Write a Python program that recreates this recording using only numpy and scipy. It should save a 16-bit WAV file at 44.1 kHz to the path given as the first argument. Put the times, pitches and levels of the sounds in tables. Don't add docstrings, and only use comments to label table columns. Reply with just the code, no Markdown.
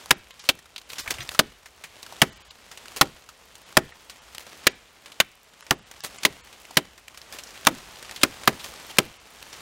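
import sys
import numpy as np
from scipy import signal
from scipy.fft import rfft, irfft
from scipy.io import wavfile
from scipy.ndimage import uniform_filter1d

SR = 44100
rng = np.random.default_rng(int(sys.argv[2]) if len(sys.argv) > 2 else 0)


def voltage_ratio(level):
    return 10 ** (np.asarray(level, float) / 20)


def transcribe(signal):
    frames = np.atleast_2d(signal).T
    limited = np.clip(frames, -1, 1)
    pcm = np.round(limited * 32767).astype(np.int16)
    wavfile.write(sys.argv[1], SR, pcm)


N = 423801


def evened(x):
    return x / np.sqrt(np.mean(x ** 2) + 1e-20)


def read(points, hz):
    f, value = np.transpose(points)
    return np.interp(np.log(hz + 1), np.log(f + 1), value)


def add(mix, s, sound):
    part = mix[max(round(s * SR), 0):][:len(sound)]
    part += sound[:len(part)]


def resonate(x, hz, width):
    turn = np.exp(2j * np.pi * np.cumsum(hz * np.ones(len(x))) / SR)
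    r = np.exp(-np.pi * width / SR)
    return 2 * (turn * signal.lfilter([1 - r], [1, -r], x / turn)).real


def resonate_twice(x, hz, width, second_width):
    return resonate(resonate(x, hz, width), hz, second_width)


def filtered(x, order, hz, kind="low"):
    return signal.lfilter(*signal.butter(order, hz, kind, fs=SR), x)


def colour(x, points):
    gain = voltage_ratio(read(points, np.fft.rfftfreq(len(x), 1 / SR)))
    return evened(irfft(rfft(x) * gain, len(x)))


def fade(t, t60, rise):
    return (1 - np.exp(-t / rise)) * voltage_ratio(-60 * t / max(t60, .002))


# (frequency [Hz], density [dB per Hz])
HUSH_SPECTRUM = [(18, -16), (30, -9), (71, 0), (184, -24), (437, 13), (3140, 9), (16000, -62)]


def hush():
    return voltage_ratio(-68) * colour(rng.standard_normal(N), HUSH_SPECTRUM)


# (frequency [Hz], t60 [s])
TRUNK_ECHO = [(60, 0.43), (160, 0.16), (420, 0.14), (1100, 0.18), (2900, 0.68), (7700, 0.29),
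              (16000, 0.072)]


def woods(x):
    taps = np.zeros(SR)
    at = np.arange(500, SR - 20, 20)
    taps[at + rng.integers(0, 20, len(at))] = rng.choice([-1., 1.], len(at))
    hz, t, z = signal.stft(taps, SR, nperseg=256)
    dying = voltage_ratio(-60 * t / read(TRUNK_ECHO, hz)[:, None])
    tail = signal.istft(z * dying, SR, nperseg=256)[1]
    x = filtered(x, 1, 1100)
    return signal.fftconvolve(x, tail / np.linalg.norm(tail))[:N]


# (time [s], level [dB])
STIRRING = [(0.0, -46.5), (0.16, -56.5), (0.77, -56), (1.15, -44), (1.63, -56.5), (2.22, -46), (2.57, -54),
            (2.97, -46), (3.26, -55), (4.63, -48.5), (4.82, -55.5), (5.62, -61.5), (6.1, -47), (7.07, -55),
            (7.33, -46.5), (8.88, -43.5), (9.21, -51), (9.61, -44)]


def stir_db(t):
    sweep_db, rise_s, fall_s = -49, 0.18, 0.043
    power = voltage_ratio(np.interp(t, *np.transpose(STIRRING)) + 2.5) ** 2
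    for row in AXE_BLOWS:
        pace_s = np.where(t < row[0], rise_s, fall_s)
        power = power + voltage_ratio(sweep_db) ** 2 * np.exp(-abs(t - row[0]) / pace_s)
    return 10 * np.log10(power)


def stir_curve_db():
    return np.repeat(stir_db(np.arange(0, N, 64) / SR), 64)[:N]


# (time [s], level [dB], pitch [Hz])
SOIL_THUMPS = [
    (.998, -44, 100),
    (1.028, -51, 90),
    (1.076, -37, 80),
    (1.11, -42, 101),
    (1.143, -42, 70),
    (1.189, -32, 113),
    (1.222, -38, 130),
    (1.292, -47, 80),
    (1.33, -50, 70),
]


def rumble():
    rest_db, stir_share = -66.5, 0.61
    blow_db, blow_t60_s, blow_rise_s = -44.5, 1.07, 0.038
    thump_shake_db, thump_t60_s, thump_rise_s = -8, 0.11, 0.005
    t = np.arange(N) / SR
    noise = rng.standard_normal((2, N))
    low = evened(resonate(resonate(noise[0], 54, 26), 60, 64))
    shake = voltage_ratio(rest_db + stir_share * (np.interp(t, *np.transpose(STIRRING)) + 51))
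    for row in AXE_BLOWS:
        add(shake, row[0], voltage_ratio(blow_db + row[4]) * fade(t[:SR], blow_t60_s, blow_rise_s))
    thumps = np.zeros(N)
    short = t[:SR // 4]
    for s, db, hz in SOIL_THUMPS:
        knock = voltage_ratio(db) * fade(short, thump_t60_s, thump_rise_s)
        add(shake, s, voltage_ratio(thump_shake_db) * knock)
        grit = evened(resonate_twice(noise[1, round(s * SR):][:SR // 4], hz, 130, 170))
        add(thumps, s, knock * (np.sin(2 * np.pi * hz * short) + 0.25 * grit))
    return shake * low + thumps


def pricks():
    per_s, level_db, t60_s = 45, -4.5, 0.0036
    size = voltage_ratio(4.0 * np.minimum(rng.exponential(1, N), 4)) * (rng.random(N) < per_s / SR)
    spread = signal.oaconvolve(size, voltage_ratio(-60 * np.arange(800) / SR / t60_s))[:N]
    thin = filtered(spread * rng.standard_normal(N), 2, 3000, "high")
    return voltage_ratio(level_db + stir_curve_db()) * thin


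# (frequency [Hz], density [dB per Hz])
LEAF_SPECTRUM = [(59, 5), (100, 16.5), (302, 0), (547, 0), (1010, -1), (1720, -2.5), (3050, -1.5),
                 (7140, -6.5), (16000, -20)]


def rustle():
    bright_db, brighter_per_db = -2.5, 0.06
    level_db = stir_curve_db()
    clumps = voltage_ratio(5 * evened(uniform_filter1d(rng.standard_normal(N), size=500)))
    crackles = rng.random(N) < 700 * clumps / SR
    size = voltage_ratio(2.95 * np.minimum(rng.exponential(1, N), 5)) * crackles
    spread = signal.oaconvolve(size, voltage_ratio(-60 * np.arange(400) / SR / 0.0021))[:N]
    noise = rng.standard_normal((2, N))
    leaves = colour(evened(spread * noise[0]) * 0.73 + noise[1], LEAF_SPECTRUM)
    leaves = filtered(leaves, 2, 330, "high")
    dull = filtered(leaves, 2, 3500)
    treble_gain = voltage_ratio(bright_db + brighter_per_db * (level_db + 54.5))
    return voltage_ratio(level_db) * (dull + treble_gain * (leaves - dull))


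# (time [s], level [dB rms], pitch [Hz], length [s])
LEAF_SCUFFS = [(0.891, -45.5, 3500, 0.044), (0.916, -41, 3560, 0.053), (0.985, -37, 4030, 0.093),
               (1.075, -40, 1970, 0.052), (1.105, -25.5, 2950, 0.029), (1.203, -30.5, 3060, 0.042),
               (1.309, -43, 2460, 0.11), (2.962, -31.5, 2770, 0.041), (4.393, -43.5, 2510, 0.053),
               (6.036, -30.5, 3000, 0.051), (7.325, -38, 1500, 0.067), (8.634, -41, 3100, 0.11)]


def scuff(row, chance):
    s, level_db, hz, length = row
    u = np.arange(len(chance)) / SR / length
    uneven = voltage_ratio(3.2 * evened(uniform_filter1d(chance[::-1], size=90)))
    body = evened(resonate(chance, hz, 2.6 * hz)) + 0.3 * colour(chance, LEAF_SPECTRUM)
    body = filtered(body, 2, 300, "high")
    swell = np.sin(np.pi * np.minimum(u, 1) ** 0.28)
    return voltage_ratio(level_db) * evened(body * uneven) * swell


# (time [s], peak level [dB], pitch [Hz], treble [dB])
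CHIP_TUMBLE = [(0.761, -22, 3330, -38), (0.78, -23.5, 3940, -16), (0.815, -34, 3330, -3),
               (0.902, -24.5, 3770, -14), (0.933, -19.5, 3500, 7), (0.956, -32, 3400, -9),
               (0.983, -19, 5300, -22), (0.998, -20.5, 5110, -17), (1.06, -28, 1400, -28),
               (1.077, -17.5, 2210, -24), (1.108, -9, 5650, -8), (1.14, -22.5, 3750, 7),
               (1.184, -24, 2290, -20), (1.205, -26, 3940, -18), (1.276, -29, 5910, -25),
               (1.291, -13.5, 4630, -3), (1.317, -24.5, 1600, -14), (1.347, -23.5, 1440, -16)]
# (time [s], peak level [dB], pitch [Hz], treble [dB])
CHIP_SNAPS = [(0.059, -26, 870, -18.5), (0.451, -33, 2990, 16), (1.838, -23.5, 2360, -12),
              (2.029, -25.5, 2240, -10), (2.124, -27, 844, -21), (2.714, -26.5, 1940, -12),
              (2.774, -27, 3000, 1), (2.857, -29, 1960, -16), (3.289, -29, 1320, -12),
              (3.726, -30.5, 1130, -15), (3.922, -33.5, 1760, -23), (4.097, -26, 4630, -6),
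              (4.348, -26, 4360, 3), (4.382, -16.5, 2850, -7), (5.913, -26.5, 1940, -9),
              (6.185, -22.5, 2270, -9), (6.528, -32.5, 3190, -5), (6.709, -28.5, 765, -18),
              (7.081, -25.5, 2690, -6), (7.174, -27.5, 2680, 11), (7.216, -25, 4270, -34),
              (7.325, -22.5, 5290, 3), (7.386, -25.5, 3140, 9), (7.436, -26.5, 6100, -30),
              (7.47, -33, 5050, -34), (8.111, -23, 1890, -13), (8.161, -22.5, 4060, -11),
              (8.435, -26.5, 2040, 0), (8.643, -22, 2540, 6), (9.427, -27, 2880, -11)]
# (time [s], peak level [dB], pitch [Hz], treble [dB])
BARK_TICKS = [
    (6.233, -16, 2500, -1),
    (6.756, -37, 4900, -7),
    (7.65, -20.5, 1500, -11),
    (7.6617, -25, 3500, -18),
    (8.214, -22.5, 3320, -14),
    (8.969, -25.5, 1500, -11),
]
# (time [s], peak level [dB], pitch [Hz])
MORE_SNAPS = [(0.307, -32, 3400), (0.394, -30.5, 5470), (0.589, -34, 2050), (0.657, -37, 1600),
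              (1.658, -30, 2050), (2.064, -27.5, 1490), (2.507, -29.5, 4100), (2.882, -26.5, 4180),
              (3.554, -29.5, 5940), (5.059, -28, 3150), (5.119, -29.5, 3760), (5.608, -29.5, 1410),
              (5.625, -30, 1920), (5.666, -30.5, 2380), (6.006, -23.5, 5000), (6.472, -36.5, 2500),
              (6.652, -29.5, 2650), (6.978, -35.5, 2100), (7.145, -32.5, 2270), (7.506, -30, 5250),
              (7.545, -35.5, 2200), (7.576, -29, 5000), (7.75, -29, 1350), (7.96, -31, 1110),
              (8.027, -28, 813), (8.094, -24, 1940), (8.339, -45, 1330), (8.596, -26, 3450),
              (8.904, -28.5, 2960), (9.528, -27.5, 5340)]


def snap(row, chance):
    s, peak_db, hz, treble_db = row
    t = np.arange(len(chance)) / SR
    t60 = 0.032 * voltage_ratio(7 * chance[-1])
    thin = filtered(colour(chance, LEAF_SPECTRUM), 1, 1500, "high")
    body = evened(resonate_twice(chance, hz, .35 * hz, 1.3 * hz))
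    burst = (body + voltage_ratio(treble_db + 20) * thin) * fade(t, t60, 0.000075)
    return voltage_ratio(peak_db - 1.5) * burst / abs(burst).max()


# (frequency [Hz], level [dB])
TEARING_WOOD = [(60, -51), (200, -13), (500, 2), (1000, -3.5), (2500, 6), (5000, 0), (9000, -8.5),
                (16000, -15)]
# (frequency [Hz], level [dB], t60 [s])
LOG_MODES = [(145, -15, .12), (186.7, 1.5, 0.094), (243, 5, 0.056), (300, 2.5, 0.061), (365, 1.5, 0.069),
             (408, -5.5, 0.14), (528, 2, 0.047), (604, 2.5, 0.11), (789, -8, 0.1), (954, -3, 0.052),
             (1245, -3, 0.091)]
# (time [s], sinking time [s], bite pitch at entry [Hz], pitch at depth [factor], log thud [dB])
AXE_BLOWS = [(0.1075, 0.0056, 2830, 0.45, -21.5), (0.4894, 0.011, 2570, 1.6, -26),
             (1.3913, 0.0079, 2030, 0.64, -18), (2.217, 0.0058, 3240, 0.41, -16),
             (3.0113, 0.0083, 1965, 0.52, -15.5), (3.7694, 0.0064, 1953, 0.54, -14.5),
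             (4.6684, 0.0047, 2180, 0.79, -24.5), (5.2012, 0.0074, 1850, 1.5, -32),
             (5.7086, 0.0018, 2490, 0.75, -20.5), (6.2507, 0.0014, 2200, 1.035, -21),
             (6.7697, 0.0051, 2460, 0.795, -21.5), (7.669, 0.0044, 1720, 0.91, -13),
             (8.2326, 0.0043, 2550, 0.83, -18.5), (8.4753, 0.0035, 1435, 0.95, -15.5),
             (8.9845, 0.0035, 3520, 0.93, -16)]
# (chip level [dB], chip pitch [Hz], fibre tearing [dB],
# log brightness [dB per octave], swing strength [dB])
FREED_CHIPS = [(-4.5, 1970, -1, 1.5, -3.5), (-10, 2900, 4.5, 4, -15), (-1, 3540, -4, -9, -3),
               (-12.5, 1900, -4, 0.5, 1.5), (1, 970, -1.5, 1.5, -4), (-1.5, 620, -6.5, -0.5, 2.5),
               (-12, 2470, 1, -0.5, 1.5), (-9.5, 1580, -0.5, -6, -5), (-14.5, 880, -3.5, 0.5, -4),
               (-4, 3360, -3, -0.5, 0.5), (-9, 2900, 3.5, -4, -5), (6, 1050, -4, 3, -0.5),
               (-14, 1520, 4, -6.5, -2.5), (0, 2100, -35, -11, 3), (12, 2400, 5, -5.5, -2)]


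def blow(row, chip, chance):
    s, contact, bite_hz, sink, thud_db = row
    chip_db, chip_hz, tear_db, bright_db, swing_db = chip
    t = np.arange(16384) / SR
    sinking = fade(t, 0.056, 0.00075) * voltage_ratio(-60 * np.maximum(t - contact, 0) / 0.011)
    glide_hz = bite_hz * (1 + (sink - 1) * np.minimum(t / contact, 1))
    bite = evened(resonate_twice(chance[0], glide_hz, 600, 1180))
    tear = colour(chance[1], TEARING_WOOD)
    slips = voltage_ratio(5.4 * evened(uniform_filter1d(chance[3][::-1], size=60)))
    cut = slips * sinking * (bite + voltage_ratio(tear_db) * tear)

    loose = 0.56 * evened(resonate(chance[3], chip_hz, 0.47 * chip_hz)) + 0.7 * tear * voltage_ratio(-60 * t / 0.016)
    chip_t60 = .028 * voltage_ratio(-0.46 * chip_db)
    loose = loose * fade(t, chip_t60, 0.00029)

    push = chance[2] * fade(t, 0.031, 0.0022)
    push = push + 0.32 * np.roll(push, round(0.014 * SR))
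    ring = np.zeros(len(t))
    for hz, db, ring_s in LOG_MODES:
        mode_db = db + bright_db * max(np.log2(hz / 400), -.3)
        ring += voltage_ratio(mode_db) * evened(resonate(push, hz, 2.87 / ring_s))
    soil_hz = 100 + 560 * np.exp(-t / 0.036)
    soil = evened(resonate_twice(chance[2][::-1], soil_hz, 320, 390)) * fade(t, 0.22, 0.027)
    thud = ring / abs(ring).max() + voltage_ratio(-19) * soil
    return voltage_ratio(swing_db + 3.5) * cut + voltage_ratio(chip_db + 4.5) * loose + voltage_ratio(thud_db + 11.0) * thud


def scene():
    near = np.zeros(N)
    for row, chip, chance in zip(AXE_BLOWS, FREED_CHIPS, rng.standard_normal((len(AXE_BLOWS), 4, 16384))):
        add(near, row[0], blow(row, chip, chance))
    cracks = [(*row, -12.5) for row in MORE_SNAPS]
    small = [*CHIP_TUMBLE, *CHIP_SNAPS, *BARK_TICKS, *cracks]
    for row, chance in zip(small, rng.standard_normal((len(small), 4096))):
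        add(near, row[0], snap(row, chance))
    for row, chance in zip(LEAF_SCUFFS, rng.standard_normal((len(LEAF_SCUFFS), 4096))):
        add(near, row[0], scuff(row, chance))
    echo = voltage_ratio(-30) * woods(np.tanh(near))
    return (near + echo + rustle() + rumble() + pricks() + hush())[None]


# (time [s], kept lines [share])
THIN_MOMENTS = [(.154, 0.46), (.41, 0.35), (.854, 0.56), (1.027, 0.29), (1.217, 0.14), (2.312, 0.17),
                (2.347, 0.17), (2.391, 0.2), (2.436, 0.12), (2.497, 0.2), (3.649, 0.3), (3.927, 0.24),
                (4.205, 0.17), (4.642, 0.95), (4.694, 0.19), (4.737, 0.33), (5.629, 0.27), (5.68, 0.52),
                (5.762, 0.41), (5.806, 0.32), (5.846, 0.27), (6.018, 0.2), (6.189, 0.27), (6.425, 0.084),
                (7.064, 0.72), (7.277, 0.67), (8.046, 0.63), (8.09, 0.44), (.325, 0.2), (9.189, 0.24)]


def thin_out(x):
    x = x.copy()
    bell = signal.windows.tukey(1792, .6)
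    tilt = (np.fft.rfftfreq(1792, 1 / SR) + 300) ** .3
    for s, share in THIN_MOMENTS:
        part = x[round(s * SR) - 896:][:1792]
        lines = rfft(part * bell)
        strength = abs(lines) * tilt
        weak = strength < np.quantile(strength[:650], np.clip(1 - .9 * share, 0, 1))
        weak[:9] = False
        part -= irfft(lines * weak) * signal.windows.tukey(1792, .7)
    return x


def band_limit(x):
    return signal.sosfilt(signal.butter(12, 16990, fs=SR, output="sos"), x)


def record(dry):
    clipped = np.clip(dry[0], -0.49, 0.49)
    limited = signal.oaconvolve(clipped, signal.firwin(255, 15900, fs=SR), "same")
    mix = thin_out(limited)[None]
    return band_limit(mix)


dry = scene()
out = record(dry)
transcribe(out)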